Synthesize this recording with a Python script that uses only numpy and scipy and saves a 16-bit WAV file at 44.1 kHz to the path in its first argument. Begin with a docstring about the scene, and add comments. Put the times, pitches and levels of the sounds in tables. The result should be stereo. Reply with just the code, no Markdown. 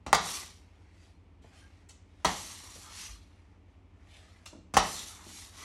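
"""In a hard-walled kitchen, a steel scraper works melted chocolate on the worktop.
Three times it clacks down (short pulses that set slab and blade ringing) and is dragged across (noise of tiny slips).
Between the strokes the blade is wiped on the rim of a bowl (soft noise), with light ticks and slides and dull knocks.
Thuds and faint gliding noise join in, the room rings briefly, and refrigerators hum (wandering tones, soft noise)."""
import sys
import numpy as np
from scipy import signal
from scipy.fft import rfft, irfft
from scipy.io import wavfile
from scipy.ndimage import uniform_filter1d

SR = 44100
rng = np.random.default_rng(int(sys.argv[2]) if len(sys.argv) > 2 else 0)


def persist_wave(psi):
    """Save psi, clipped to +-1, as 16-bit WAV."""
    counts = np.round(np.clip(psi, -1, 1) * 32767).astype(np.int16)
    wavfile.write(sys.argv[1], SR, np.atleast_2d(counts).T)


N = 248724
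TIME = np.arange(N) / SR
TAIL = SR * 3 // 5  # samples of ringing kept after a contact

# Blade meets worktop: (time [s], strength [dB], treble [dB], flatness [0 on a corner - 1 on the whole edge],
# blade rattle against the blow [dB], contacts [count], time between contacts [s])
CLACKS = [(0.0638, -13, -4, 1, -10, 1, 0), (0.1289, 12.5, -2.5, .03, -12.5, 1, 0.019),
          (0.1466, 3.5, -2.5, .15, -3, 1, 0), (2.2465, 0.5, -2, 0.52, -6, 4, .0031),
          (2.2917, -10.5, -16, .05, -14, 2, .0068), (4.7382, -9.5, -24, 1, -0.5, 1, 0),
          (4.7678, 10, -8, 0.19, -6, 2, 0.0038)]
# Tone colour of the blow: (frequency [Hz], level [dB])
CLACK_COLOUR = [(30, -25.5), (60, -12.5), (110, -17), (170, -12), (300, -17.5), (520, -12.5), (790, -2.5),
                (1220, -5.5), (1550, -15.5), (1950, -6), (2400, -19), (3800, -11.5), (7000, -21.5),
                (15000, -36.5)]
# Tone colour of the blade's rattle: (frequency [Hz], level [dB])
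RATTLE_COLOUR = [(300, -24), (1400, -5), (2000, -2), (2500, -1.5), (3800, -2), (6000, -2), (9000, -11.5),
                 (15000, -18.5)]
# Ringing of worktop and blade: (frequency [Hz], relative level [dB], time to fall by 60 dB [s])
RINGING_MODES = [(165.2, -2.5, 0.33), (186, -8, 0.39), (276.7, -14, 0.28), (439, -3, 0.35),
                 (600, -11, 0.32), (749, -2, .35), (813, -1, 0.35), (800, -1.5, 0.13), (936, -5, 0.29),
                 (928, -7.5, 0.37), (1037, -5.5, 0.21), (1179, 2, 0.38), (1203, -3.5, 0.2), (1267, 2, 0.16),
                 (1315, -6, 0.19), (1427, -6, 0.4), (1421, -14.5, 0.15), (1883, -10.5, .3),
                 (1830, -11, 0.14), (1926, -8.5, .32), (2056, -7.5, 0.23), (2210, -6.5, .35),
                 (2640, -15, 0.52), (2920, -19.5, 0.38), (2876, -16.5, .33), (4060, -7.5, .47),
                 (4100, -11, 0.27), (5663, -16.5, .25), (7300, -19, .22)]
# What flatness does to a blow: (on a corner [dB], on the whole edge [dB])
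BASS_DB, RINGING_DB, ROOM_DB = (-6, 15), (-45, -50), (-7, 2)
BOUNCE_LOSS_DB_PER_S = 516  # later contacts of one clack are weaker


def clacks(ring_rise=0.0039, ring_lean_db=-0.8, rattle_time=0.0065):
    """The edge strikes, rattles and bounces; slab and blade ring on. A flat landing is deeper and more diffuse."""
    out, t = np.zeros((2, N)), TIME[:TAIL]
    mode_hz, mode_db, t60 = np.transpose(RINGING_MODES)[:, :, None]
    swing = np.exp((2j * np.pi * mode_hz - np.log(1000) / t60) * t)
    modes = amp(mode_db) * swing * (1 - np.exp(-t / ring_rise))
    signs = (-1) ** np.arange(len(RINGING_MODES))  # neighbours swing oppositely
    ring_lean = amp([[ring_lean_db], [-ring_lean_db]])  # left, right
    for s, strength_db, treble_db, flatness, rattle_db, count, gap in CLACKS:
        bass_db = np.interp(flatness, [0, 1], BASS_DB)
        ringing_db = np.interp(flatness, [0, 1], RINGING_DB)
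        room_db = np.interp(flatness, [0, 1], ROOM_DB)
        blow = click(CLACK_COLOUR, treble_db, bass_db)
        size = len(blow)
        for delay in gap * np.arange(round(count)):
            db = strength_db - BOUNCE_LOSS_DB_PER_S * delay
            chatter = rng.standard_normal(size) * np.exp(-t[:size] / rattle_time)
            rattle = steel(signal.fftconvolve(chatter, click(RATTLE_COLOUR, 0, 0))[:size])
            strike = blow + amp(rattle_db) * rattle / np.linalg.norm(rattle)
            add(out, s + delay, amp(db) * kitchen(strike, room_db))
            # each mode radiates in its own direction, so its timing differs left and right
            arrival = rng.uniform(-0.00011, 0.000059, (2, len(RINGING_MODES)))
            ring = (np.exp(2j * np.pi * mode_hz.T * arrival) * signs @ modes).imag
            add(out, s + delay, amp(db + ringing_db) * ring_lean * ring)
    return out


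# Tone colour of the dragged edge: (frequency [Hz], level [dB])
HISS_COLOUR = [(300, -38.5), (1500, -13), (2300, -4.5), (2850, -3.5), (3300, -0.5), (4200, 0.5), (5000, -3),
               (5700, 0.5), (7500, -4), (10000, -5.5), (13000, -5.5), (16000, -5.5)]
# Tone colour of the droning worktop: (frequency [Hz], level [dB])
DRONE_COLOUR = [(100, -18.5), (250, -6), (500, -10), (820, -2), (1000, -1.5), (1180, 0.5), (1400, -5.5),
                (1620, -8), (2000, -1.5), (2500, -8), (4000, -24.5), (10000, -48)]
# Pushes of the blade over the worktop: (start [s], speeding up [s], slowing down [s], hiss [dB],
# brightness: treble up and the rest down by this [dB], worktop drone [dB])
PUSHES = [(0.135, 0.16, 0.17, -32.5, 1.1, -47), (2.25, 0.013, 0.62, -39, 2, -54.5),
          (2.5, 0.29, 0.23, -47.5, 1.5, -61.5), (2.84, 0.17, 0.093, -39, 0, -53),
          (4.77, 0.09, 0.42, -37.5, 3, -51.5), (5.11, 0.26, 0.17, -44, 1.5, -57.5),
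          (5.495, 0.094, 0.14, -44, -0.5, -51)]
SPEED_POWER = 2.18  # the gain of the friction noise follows this power of the speed


def strokes(split_hz=5600, drone_power=.85, brightening=.12):
    """The dragged edge hisses, brighter with its speed and angle, and sets the worktop droning."""
    hiss = unit(steel(friction(HISS_COLOUR, 8000, 1.2, 0.785, 2.6)))
    drone = friction(DRONE_COLOUR, 1500, 2.4, 0.99, 2.6)
    dull = signal.sosfiltfilt(signal.butter(2, split_hz, fs=SR, output="sos"), hiss)
    bright = hiss - dull
    dull_gains, bright_gains, drone_gains = [], [], []
    for start, speeding, slowing, hiss_db, bright_db, drone_db in PUSHES:
        edge = movement(start, speeding, slowing, SPEED_POWER)
        dull_gains.append(amp(hiss_db - bright_db) * edge ** (1 - brightening))
        bright_gains.append(amp(hiss_db + bright_db) * edge ** (1 + brightening))
        drone_gains.append(amp(drone_db) * movement(start, speeding, slowing, drone_power))
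    return dull * together(dull_gains) + bright * together(bright_gains) + drone * together(drone_gains)


# Faint bands of gliding noise in the strokes and wipes, from narrow squeaks to broad swells:
# (start [s], length [s], starting pitch [Hz], width [Hz], rms before fades and room [dB])
GLIDES = [(0.198, 0.19, 1107, 300, -54.5), (0.26, 0.077, 5760, 900, -51), (1.613, 0.032, 1610, 60, -66),
          (2.82, 0.092, 1224, 162, -58.5), (4.928, 0.035, 4222, 120, -44), (4.951, 0.065, 3703, 250, -43.5),
          (5.559, 0.19, 1952, 45, -58.5)]
GLIDE_OCTAVES_PER_S = 0.554  # every band glides upward


def glides():
    """Noise kept in a band around a rising pitch: a narrow band squeaks, a broad one swells softly."""
    out = np.zeros((2, N))
    for start, length, hz, width, db in GLIDES:
        size = max(round(length * SR), 256)
        pitch = hz * 2 ** (GLIDE_OCTAVES_PER_S * TIME[:size])
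        turn = np.exp(2j * np.pi * np.cumsum(pitch) / SR)
        noise = ([1, 1j] @ rng.standard_normal((2, SR)))[:size]
        fuzz = signal.lfilter([1], [1, -np.exp(-np.pi * width / SR)], noise)
        band = unit((turn * fuzz).real) * signal.windows.tukey(size, .5)
        add(out, start, amp(db) * kitchen(band, room_db=-2.5))
    return out


# The worktop booms as weight comes on or off: (time [s], level [dB], pitch [Hz], time to fall by 60 dB [s])
THUDS = [(0.136, -46, 61.4, 0.53), (2.248, -32, 178, .25), (2.254, -53, 57, 0.42), (3.079, -39.5, 53, 0.38),
         (4.773, -35, 44.4, 0.26)]


def thuds(rise=.012):
    """Low swings of the worktop: each is a sine that swells quickly and dies away."""
    out = np.zeros(N)
    for s, db, hz, t60 in THUDS:
        t = np.maximum(TIME - s, 0)
        fade = np.exp(-np.log(1000) * t / t60) * (1 - np.exp(-t / rise))
        out += amp(db) * np.sin(2 * np.pi * hz * t) * fade
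    return out


# Light ticks and slides of the blade, on the bowl rim or just before it lands:
# (time [s], strength [dB], treble [dB], bass [dB], decay of the slips [s])
TICKS = [(1.419, -43, -14, 0, 0.011), (1.888, -24.5, 2, 11.5, 0.008), (2.192, -39.5, -24, -0.5, 0.026),
         (4.4564, -18, -4.5, -1.5, 0.0057)]
# Tone colour of a tick or slide: (frequency [Hz], level [dB])
TICK_COLOUR = [(200, -20), (900, -4.5), (1700, -7), (2300, -5.5), (3300, 2.5), (4600, -0.5), (6200, 1.5),
               (7400, 1.5), (9000, -4), (15000, -10.5)]


def ticks():
    """Light ticks and slides of the blade: mostly bright, short runs of slips, with much room sound."""
    return taps(TICKS, TICK_COLOUR, room_db=7.0)


# Dull knocks of bowl and handle: (time [s], strength [dB], treble [dB], bass [dB], decay of the contact [s])
KNOCKS = [(1.4425, -32.5, 11.5, -7, 0.0032), (2.635, -36, -5, -25, 0.0091), (2.752, -31, -5.5, 1.5, 0.017),
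          (4.526, -27, -5, -6.5, .012), (4.548, -29, -17, 6.5, 0.019), (5.263, -27, 0, 3.5, 0.0058)]
# Tone colour of a knock: (frequency [Hz], level [dB])
KNOCK_COLOUR = [(50, -27), (160, 0), (380, -2), (680, -6), (1100, -17), (3000, -35), (12000, -75)]


def knocks():
    """Bowl and handle touch dully: mostly low pitches, with less room sound."""
    return taps(KNOCKS, KNOCK_COLOUR, room_db=-3.0)


def taps(rows, colour, room_db):
    """A light contact is a short dying run of slips; the room spreads it."""
    out, t = np.zeros((2, N)), np.arange(4096) / SR
    for s, db, treble_db, bass_db, length in rows:
        slips = rng.standard_normal(len(t)) * np.exp(-t / length)
        sound = steel(signal.fftconvolve(slips, click(colour, treble_db, bass_db))[:len(t)])
        # strength sets the level of the room sound; the straight path is room_db below it
        add(out, s, amp(db - room_db) * kitchen(sound / np.linalg.norm(sound), room_db))
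    return out


# Wet smears of chocolate on blade and rim:
# (start [s], speeding up [s], slowing down [s], hiss [dB], body [dB])
WIPES = [(0.48, 0.28, 0.28, -74, -70), (0.83, .21, 0.073, -64, -70), (1.41, .02, 0.12, -64.5, -65.5),
         (1.489, 0.066, 0.11, -58, -63), (1.62, 0.13, 0.13, -70.5, -68.5), (1.9, 0.54, 0.28, -66, -70.5),
         (3.1, 0.19, 0.3, -72.5, -71), (3.63, 0.07, 0.044, -79.5, -75), (3.88, 0.37, 0.31, -65, -65.5),
         (4.03, 0.12, 0.092, -56, -64.5)]
# Tone colour of the sliding hiss: (frequency [Hz], level [dB])
WIPE_HISS_COLOUR = [(1000, -18), (2800, -2), (4000, -2.5), (6000, -8.5), (9000, -12.5), (16000, -21.5)]
# Tone colour of the fuller smear: (frequency [Hz], level [dB])
WIPE_BODY_COLOUR = [(200, -24.5), (700, -1.5), (1100, -11), (2100, -4), (3700, -20), (6000, -17),
                    (10000, -33)]


def wipes(body_power=0.61):
    """Soft chocolate slides along the blade and is smeared off on the rim."""
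    hiss = friction(WIPE_HISS_COLOUR, 2700, 0.57, 0.32, 4.1)
    body = friction(WIPE_BODY_COLOUR, 1200, 0.94, 0.45, 3.0)
    edge = together([amp(hiss_db) * movement(*timing, SPEED_POWER) for *timing, hiss_db, _ in WIPES])
    smear = together([amp(body_db) * movement(*timing, body_power) for *timing, _, body_db in WIPES])
    return hiss * edge + body * smear


def friction(colour, slips_per_s, size_db, flutter_db, patchy_db):
    """Countless tiny slips of the edge; its narrow resonances come and go as the contact shifts."""
    slipping = rng.random(N) < slips_per_s / SR
    sizes = amp(size_db * np.minimum(rng.exponential(1, N), 4)) * slipping
    grains = sizes * rng.standard_normal((2, N))
    blurred = rng.standard_normal((2, N))  # steady noise: slips smeared by the walls
    z = signal.stft(diffuse(unit(grains) + blurred, colour), nperseg=1024)[2]
    patches = uniform_filter1d(rng.standard_normal(z.shape[1:]), size=3, axis=0)  # over pitch
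    patches = unit(uniform_filter1d(patches, size=9, axis=1))  # over time
    shifting = signal.istft(z * amp(patchy_db * patches), nperseg=1024)[1][:, :N]
    return unit(shifting) * amp(flutter_db * wander(35))


LINGER_T60 = 0.44  # s for the noise of a movement to fall by 60 dB in the room


def movement(start, speeding, slowing, power):
    """Gain of one arm movement: the speed rises and falls smoothly, and the room lets the noise linger."""
    coarse = TIME[::64]
    speed = np.sin(np.pi / 2 * np.interp(coarse, np.cumsum([start, speeding, slowing]), [0, 1, 0]))
    keep = np.exp(-2 * np.log(1000) / LINGER_T60 * coarse[1])
    energy = signal.lfilter([1 - keep], [1, -keep], speed ** (2 * power))
    return np.interp(TIME, coarse, np.sqrt(energy))


def together(gains):
    """Overlapping movements add in power."""
    return np.linalg.norm(gains, axis=0)


# The steel blade's own resonances: (frequency [Hz], width [Hz], level over the rest [dB])
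BLADE_RESONANCES = [(2830, 160, 3), (3185, 50, 2), (3830, 60, 1.5), (4320, 130, 2.5), (5650, 80, 2),
                    (5880, 200, 2), (6290, 70, 2), (7240, 90, 3), (7430, 50, 2.5), (9210, 90, 2.5)]


def steel(x):
    """Colours a sound with the blade's resonances."""
    size = x.shape[-1]
    hz = np.fft.rfftfreq(size, 1 / SR)
    boost_db = sum(db / (1 + (2 * (hz - f) / width) ** 2) for f, width, db in BLADE_RESONANCES)
    log_gain = np.log(amp(boost_db))
    # causal: it rings after the push
    phase = signal.hilbert(np.r_[log_gain, log_gain[-2:0:-1]]).imag[:len(hz)]
    return irfft(rfft(x) * np.exp(log_gain - 1j * phase), size)


def click(colour, treble_db, bass_db, spread=.0013, treble_hz=2500, bass_hz=400, size=4096):
    """A causal pulse of energy 1; bending waves bring its treble first and its bass later."""
    hz = np.fft.rfftfreq(size, 1 / SR) + 1
    treble = treble_db / (1 + (treble_hz / hz) ** 2)
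    bass = bass_db / (1 + (hz / bass_hz) ** 2)
    log_gain = np.log(amp(read(colour, hz) + treble + bass))
    causal = np.conj(signal.hilbert(np.r_[log_gain, log_gain[-2:0:-1]]))[:len(hz)]
    bending = 4 * np.pi * spread * np.sqrt(1000 * hz)  # spread is the delay at 1000 Hz in s
    pulse = irfft(np.exp(causal - 1j * bending))
    return pulse / np.linalg.norm(pulse)


# How long the kitchen rings: (frequency [Hz], time to fall by 60 dB [s])
ROOM_T60 = [(60, 0.31), (170, 0.74), (500, .48), (1200, 0.39), (4000, 0.47), (8000, 0.39), (15000, 0.1)]
# Bursts of scattered sound from cupboards, ceiling and walls: (delay [s], level on top of room_db [dB], decay [s])
ECHOES = [(.003, 0.5, 0.0024), (0.0149, -5.5, .005), (0.027, -15.5, .003)]


def kitchen(sound, room_db, lag=.00011, build_up=0.00082, near_db=1.5):
    """The straight path, scattered early echoes and a diffuse tail, drawn afresh for every sound."""
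    hz, t, z = signal.stft(diffuse(rng.standard_normal((2, TAIL))), SR, nperseg=256)
    fading = z * amp(-60 * t / read(ROOM_T60, hz)[:, None])
    tail = signal.istft(fading, SR, nperseg=256)[1][:, :TAIL]
    t = TIME[:TAIL]
    paths = amp(room_db) * unit(tail * (1 - np.exp(-t / build_up))) / np.sqrt(TAIL)
    scatter = diffuse(rng.standard_normal((2, TAIL)))
    for delay, db, length in ECHOES:
        burst = scatter * (t > delay) * np.exp(-abs(t - delay) / length)
        paths += amp(db + room_db) * unit(burst) / np.sqrt(TAIL)
    # the straight path comes to the left first and louder
    paths[0, 0] += amp(near_db / 2)
    paths[1, round(lag * SR)] += amp(-near_db / 2)
    return signal.fftconvolve(sound[None], paths, axes=1)


# How alike left and right are: (frequency [Hz], correlation [-1 to 1])
LIKENESS = [(60, 0.92), (150, 0.93), (300, 0.76), (700, 0.0088), (1300, 0.56), (2300, .15), (4000, -0.2),
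            (6000, 0.11), (9000, 0.1), (13000, -1)]
# Which side is louder: (frequency [Hz], left minus right [dB])
BALANCE = [(200, 0.5), (600, 2), (1200, 2.5), (2300, -0.5), (5000, -1.4), (9000, 0)]


def diffuse(two, colour=((1, 0), (2, 0))):
    """Colours two unrelated noises and blends them to the left-right likeness and balance of each frequency."""
    size = two.shape[1]
    hz = np.fft.rfftfreq(size, 1 / SR)
    same = np.clip(read(LIKENESS, hz), -1, 1)
    lean = amp(read(BALANCE, hz) / 2)
    mid, side = rfft(two) * np.sqrt([1 + same, 1 - same]) * amp(read(colour, hz))
    return unit(irfft([(mid + side) * lean, (mid - side) / lean], size))


# Refrigerator motors: (frequency [Hz], rms level [dB])
MOTOR_HUM = [(49.4, -66.5), (63.3, -70), (67.2, -69), (79.9, -62.5), (90.8, -63), (98.2, -68), (169, -80.5),
             (181, -76), (269.7, -76), (294.7, -78)]
# Tone colour of the fans' rush: (frequency [Hz], level [dB])
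FAN_COLOUR = [(20, -25), (45, -1.5), (75, 0), (120, -9), (200, -5), (330, -7), (520, -14), (850, -14),
              (1250, -20), (1600, -25.5), (2300, -19.5), (4000, -29.5), (7000, -38.5), (15000, -50)]
FAN_DB = -63.5  # rms level of the rush


def refrigerators(drift=.07, waver_db=-0.26):
    """Several motors beat against each other over the soft rush of their fans."""
    hum = np.zeros(N)
    for hz, db in MOTOR_HUM:
        level = amp(db + waver_db * wander(1.5))
        cycles = hz * TIME + rng.random() + drift * wander(0.96)
        hum += level * np.sin(2 * np.pi * cycles)
    return np.sqrt(2) * hum + amp(FAN_DB) * diffuse(rng.standard_normal((2, N)), FAN_COLOUR)


def wander(rate):
    """Random drift of rms 1, with little movement faster than rate (Hz)."""
    coarse = TIME[::64]
    hz = np.fft.rfftfreq(len(coarse), coarse[1])
    drift = irfft(rfft(rng.standard_normal(len(coarse))) / (1 + (hz / rate) ** 4), len(coarse))
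    return np.interp(TIME, coarse, unit(drift))


def amp(db):
    """Decibels to gain."""
    return 10 ** (np.asarray(db) / 20)


def unit(x):
    """Scales to rms 1."""
    return x / np.sqrt(np.mean(x ** 2) + 1e-20)


def read(points, hz):
    """Reads a table on a log-frequency axis."""
    f, value = np.transpose(points)
    return np.interp(np.log(hz + 1), np.log(f + 1), value)


def add(mix, s, sound):
    """Mixes a stereo sound in at time s."""
    part = mix[:, round(s * SR):][:, :sound.shape[1]]
    part += sound[:, :part.shape[1]]


def scene():
    """Everything in the kitchen, from the scraper to the refrigerators."""
    blade_on_worktop = clacks() + strokes() + glides() + thuds()
    small_contacts = ticks() + knocks() + wipes()
    return blade_on_worktop + small_contacts + refrigerators()


def record(dry, ceiling=1.2, low_cut_hz=34, top_hz=16000):
    """The microphones shed the deepest bass and round off the hardest peaks; then the top is cut."""
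    lean = signal.sosfilt(signal.butter(6, low_cut_hz, "highpass", fs=SR, output="sos"), dry)
    rounded = ceiling * np.tanh(lean / ceiling)
    top_cut = signal.firwin(511, top_hz, window=("kaiser", 9), fs=SR)
    return signal.oaconvolve(rounded, top_cut[None], "same")


dry = scene()
out = record(dry)
persist_wave(out)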